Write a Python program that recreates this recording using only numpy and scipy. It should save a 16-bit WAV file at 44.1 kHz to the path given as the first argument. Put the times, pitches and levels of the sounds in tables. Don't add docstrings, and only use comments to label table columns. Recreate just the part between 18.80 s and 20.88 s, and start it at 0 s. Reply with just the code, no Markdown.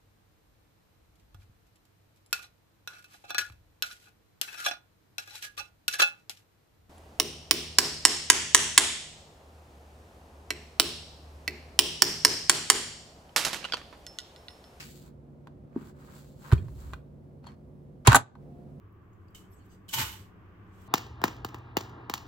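import sys
import numpy as np
from scipy import signal
from scipy.fft import rfft, irfft, next_fast_len
from scipy.io import wavfile
from scipy.ndimage import uniform_filter1d

SR = 44100
rng = np.random.default_rng(int(sys.argv[2]) if len(sys.argv) > 2 else 0)


def magnitude_from_level(level_db):
    exponent = np.asarray(level_db, float) / 20
    return 10 ** exponent


def store_wav(level_fs):
    pcm = np.round(np.clip(np.atleast_2d(level_fs), -1, 1) * 32767)
    wavfile.write(sys.argv[1], SR, pcm.T.astype(np.int16))


N = 91639
T = np.arange(N) / SR
SIZE = next_fast_len(N + SR // 2)
F = np.arange(SIZE // 2 + 1) * SR / SIZE + 0.0011

# (frequency [Hz], level [dB])
HEM_COLOUR = [(500, -27), (1500, -10.5), (3000, 3.5), (5000, -0.5), (8000, 6), (12000, -2), (16000, -3)]


def unit(x):
    return x / np.sqrt(np.mean(np.abs(x) ** 2))


def shape(x, gain):
    return irfft(rfft(x, SIZE) * gain, SIZE)[..., :N]


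def gains(table):
    hz, db = np.array(table).T
    return magnitude_from_level(np.interp(np.log(F), np.log(hz), db))


def colour(table):
    return unit(gains(table))


def curve(table):
    return magnitude_from_level(np.interp(T, *np.array(table).T))


def ring(hz, width_hz):
    return 1j * F * width_hz / (hz ** 2 - F ** 2 + 1j * F * width_hz)


def fade(at, db, t60, rise=.003):
    onset = np.clip((T - at) / rise, 0, 1)
    return onset * magnitude_from_level(db - 60 * np.maximum(T - at, 0) / t60)


def walk(rate):
    k = int(SR / rate)
    steps = np.repeat(rng.standard_normal(N // k + 1), k)
    return unit(uniform_filter1d(uniform_filter1d(steps, k), k)[:N])


def grains(rate, spread_db):
    chance, sign, size = rng.random((3, 2, N))
    hits = (chance < rate / SR) * np.sign(sign - .5)
    return unit(hits * magnitude_from_level(-spread_db * np.log(size + .002)))


def port_pair():
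    alike = 1 / (1 + (F / 500) ** 2)
    mid, side = rng.standard_normal((2, N))
    common = shape(mid, np.sqrt(1 + alike))
    return common + np.array([[1], [-1]]) * shape(side, np.sqrt(1 - .95 * alike))


def shop():
    # (frequency [Hz], density [dB per Hz])
    air_floor = [(20, -88), (60, -91), (420, -90), (500, -99), (1750, -104), (3000, -113), (4000, -126),
                 (16000, -143)]
    # (frequency [Hz], width [Hz], level [dB])
    fan = [
        (69, 54, -65),
        (97, 24, -58),
        (184.3, 38.5, -65.5),
        (310, 140, -72),
        (340, 160, -73.5),
        (1123, 320, -71),
        (1500, 310, -80.5),
    ]
    # (time [s], level [dB])
    swell = [
        (0, -2),
        (.45, -2.5),
        (.6, 0),
        (1.0, -1.5),
        (1.4, 0),
        (2.08, 3),
    ]
    out = shape(port_pair(), gains(air_floor) * np.sqrt(SR / 2)) * magnitude_from_level(walk(3))
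    for hz, width_hz, db in fan:
        out = out + shape(port_pair(), unit(ring(hz, width_hz) ** 2)) * magnitude_from_level(db + walk(4))
    high = shape(out, 1 / (1 + (700 / F) ** 4))
    return out + high * (curve(swell) - 1)


def room(x):
    t60_s, bend, gap_s, level_db = .16, 1.6, .003, -6
    s = T[:SR // 2]
    tail = rng.standard_normal((2, len(s))) * magnitude_from_level(-60 * (s / t60_s) ** bend) * (s > gap_s)
    return shape(x, rfft(tail / np.sqrt(np.sum(tail[0] ** 2)), SIZE)) * magnitude_from_level(level_db)


def thumps():
    # (time [s], level [dB], frequency [Hz], t60 [s])
    pushes = [
        (1.159, -38.5, 125, 0.11),
        (1.184, -34.5, 124.3, 0.21),
        (1.218, -35.5, 92.8, 0.18),
        (1.24, -46, 68.1, 0.38),
        (1.405, -41, 95, 0.12),
    ]
    puff_s, puff_width_s, puff_db, puff_hz = 1.205, .035, -47, 278
    swell = magnitude_from_level(puff_db) / (1 + ((T - puff_s) / puff_width_s) ** 2) * (T > 1.13)
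    out = shape(rng.standard_normal(N) * swell, unit(ring(puff_hz, puff_hz) ** 2))
    for at, db, hz, t60 in pushes:
        s = np.maximum(T - at, 0)
        soft_rise = 1 - np.exp(-s / .006)
        out = out + magnitude_from_level(db - 60 * s / t60) * soft_rise * np.sin(2 * np.pi * hz * s) * 2
    return out


def rustle():
    # (time [s], level [dB])
    slide = [(0, -101), (.45, -89), (.69, -88), (.72, -75), (.75, -77), (.82, -77), (.845, -81),
             (.862, -74), (.885, -80), (.905, -71), (.95, -72), (.975, -92), (1.02, -88.5), (1.8, -100),
             (1.925, -84), (1.948, -72), (2.08, -69)]
    # (start [s], length [s], level [dB], pitch [Hz])
    sequins = [(.481, .01, -71, 4750), (.329, .01, -78, 6900), (.705, .045, -72, 11600),
               (.73, .022, -68, 7950), (.757, .04, -72, 7900), (.785, .06, -81, 4400),
               (.785, .04, -77, 3050), (.893, .03, -76, 4800), (.76, .045, -78, 6650),
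               (.9, .045, -73, 6200), (.905, .045, -73, 7900), (.905, .03, -76, 2950),
               (.925, .035, -76, 4750), (.705, .05, -76, 13000), (.72, .02, -79, 5400),
               (.628, .03, -70, 3080), (1.98, .04, -81, 3350), (2.05, .025, -75, 3150)]
    out = shape(grains(15000, 1.5) * curve(slide) * magnitude_from_level(2.0 * walk(80)), colour(HEM_COLOUR))
    for at, length, db, hz in sequins:
        swell = np.sin(np.pi * np.clip((T - at) / length, 0, 1) ** .7) ** .5
        band = unit(ring(hz, hz * .07) ** 2)
        out = out + shape(grains(5000, 2.5) * swell * magnitude_from_level(db), band)
    return out


def knocks():
    # (time [s], level [dB], frequency [Hz], t60 [s])
    hits = [(.547, -49, 3080, .04), (.554, -47, 2930, .05), (.548, -60, 1300, .03), (.573, -62, 3050, .05),
            (.589, -62, 3050, .04), (.547, -58, 8000, .02), (.552, -55, 6700, .03), (.548, -59, 5400, .02),
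            (.553, -60, 3760, .06), (.551, -61, 2200, .07), (.593, -59, 8000, .015),
            (.4815, -65, 2600, .012), (1.084, -55, 3320, .03), (1.089, -47, 3060, .03),
            (1.093, -41, 3040, .045), (1.098, -56, 1534, .05), (1.092, -53, 5300, .025),
            (1.088, -54, 4100, .05), (1.134, -39, 2250, .05), (1.137, -35, 905, .09),
            (1.137, -40, 2980, .05), (1.141, -43, 4600, .04), (1.149, -33, 2950, .05),
            (1.164, -35, 3050, .05), (1.173, -33, 3060, .04), (1.175, -35, 893, .1),
            (1.183, -37, 1480, .06), (1.186, -40, 920, .08), (1.203, -43, 880, .14),
            (1.216, -38, 1500, .06), (1.238, -43, 1200, .08), (1.249, -39, 2880, .04),
            (1.264, -42, 2900, .05), (1.296, -46, 2950, .05), (1.325, -49, 3050, .08),
            (1.335, -59, 880, .15)]
    rise_s, rough_db = .0015, 1.5
    skew = 1.2 * np.array([[.5], [-.5]])
    rings = 0
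    for at, db, hz, t60 in hits:
        tone = np.sqrt(2) * np.sin(2 * np.pi * hz * (T - at) + skew)
        rings = rings + fade(at, db, t60, rise_s) * tone
    return rings * magnitude_from_level(rough_db * walk(400))


def taps():
    # (time [s], level [dB], t60 [s])
    hem_taps = [
        (.33, -72, .03),
        (.481, -66, .02),
        (.546, -49, .04),
        (.548, -54, .3),
        (1.081, -52, .1),
        (1.087, -45, .15),
        (1.108, -52, .3),
    ]
    # (time [s], level [dB])
    beads = [(.125, -67), (.506, -67), (.861, -63), (1.1435, -26), (1.149, -27), (1.199, -28), (1.215, -27),
             (1.227, -30), (1.318, -39), (1.33, -44), (2.018, -59)]
    bright = sum(fade(at, db, t60) for at, db, t60 in hem_taps)
    ticks = sum(fade(at, db, .025, rise=.001) for at, db in beads)
    treble = unit(1 / (1 + (11500 / F) ** 6))
    return shape(grains(20000, 1.0) * bright, colour(HEM_COLOUR)) + shape(grains(20000, 1.0) * ticks, treble)


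def board():
    # (frequency [Hz], level [dB], t60 [s])
    modes = [
        (891, -3, .11),
        (922, -5, .09),
        (1060, -5, .08),
        (1484, -5, .06),
        (1910, -9, .05),
        (2950, -1, .03),
    ]
    return unit(sum(magnitude_from_level(db) * ring(hz, 2.2 / t60) * np.sqrt(t60) for hz, db, t60 in modes))


def landing():
    # (time [s], contact level [dB])
    contacts = [
        (1.122, -52),
        (1.139, -28.5),
        (1.148, -28),
        (1.156, -37.5),
        (1.19, -27),
        (1.222, -34),
        (1.245, -39),
        (1.426, -62),
        (1.5, -80),
    ]
    # (frequency [Hz], level [dB])
    cloth = [(300, -16), (780, 1), (950, 8.5), (3000, 10), (5000, 5), (8000, 6.5), (12000, 2.5),
             (16000, -1.5)]
    start_s, end_s = contacts[0][0], contacts[-1][0]
    inside = (T > start_s) * np.clip((end_s + .03 - T) / .03, 0, 1)
    force = grains(7000, 3.0) * curve(contacts) * inside * magnitude_from_level(1.5 * walk(100))
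    weight_hz, weight_s, weight_db = 2080, 1.185, -13
    heavy = force * magnitude_from_level(weight_db * np.clip((weight_s - T) / .02, 0, 1))
    low = 1 / (1 + (F / weight_hz) ** 4)
    fabric = shape(force, colour(cloth) * (1 - low)) + shape(heavy, colour(cloth) * low)
    return fabric + shape(force * magnitude_from_level(-10.5), board())


def scene():
    near = landing() + taps() + knocks() + rustle()
    pan_db = -3.5 / (1 + ((F - 3000) / 2000) ** 2)
    ports = magnitude_from_level(np.array([pan_db, -pan_db]) / 2)
    return shape(near + room(near), ports) + thumps() + shop()


def band_limit(x):
    return signal.sosfilt(signal.butter(12, 16450, fs=SR, output="sos"), x)


def record(dry):
    notch_db = -17 / (1 + ((F - 9700) / 500) ** 2)
    peak_db = 6 / (1 + ((F - 12800) / 450) ** 2)
    hiss = shape(rng.standard_normal(dry.shape), magnitude_from_level(-90.5 + 7 * (F > 12200)))
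    top = np.clip((16120 - F) / 250, 0, 1)
    return band_limit(shape(dry + hiss, magnitude_from_level(notch_db + peak_db) * top))


dry = scene()
out = record(dry)
store_wav(out)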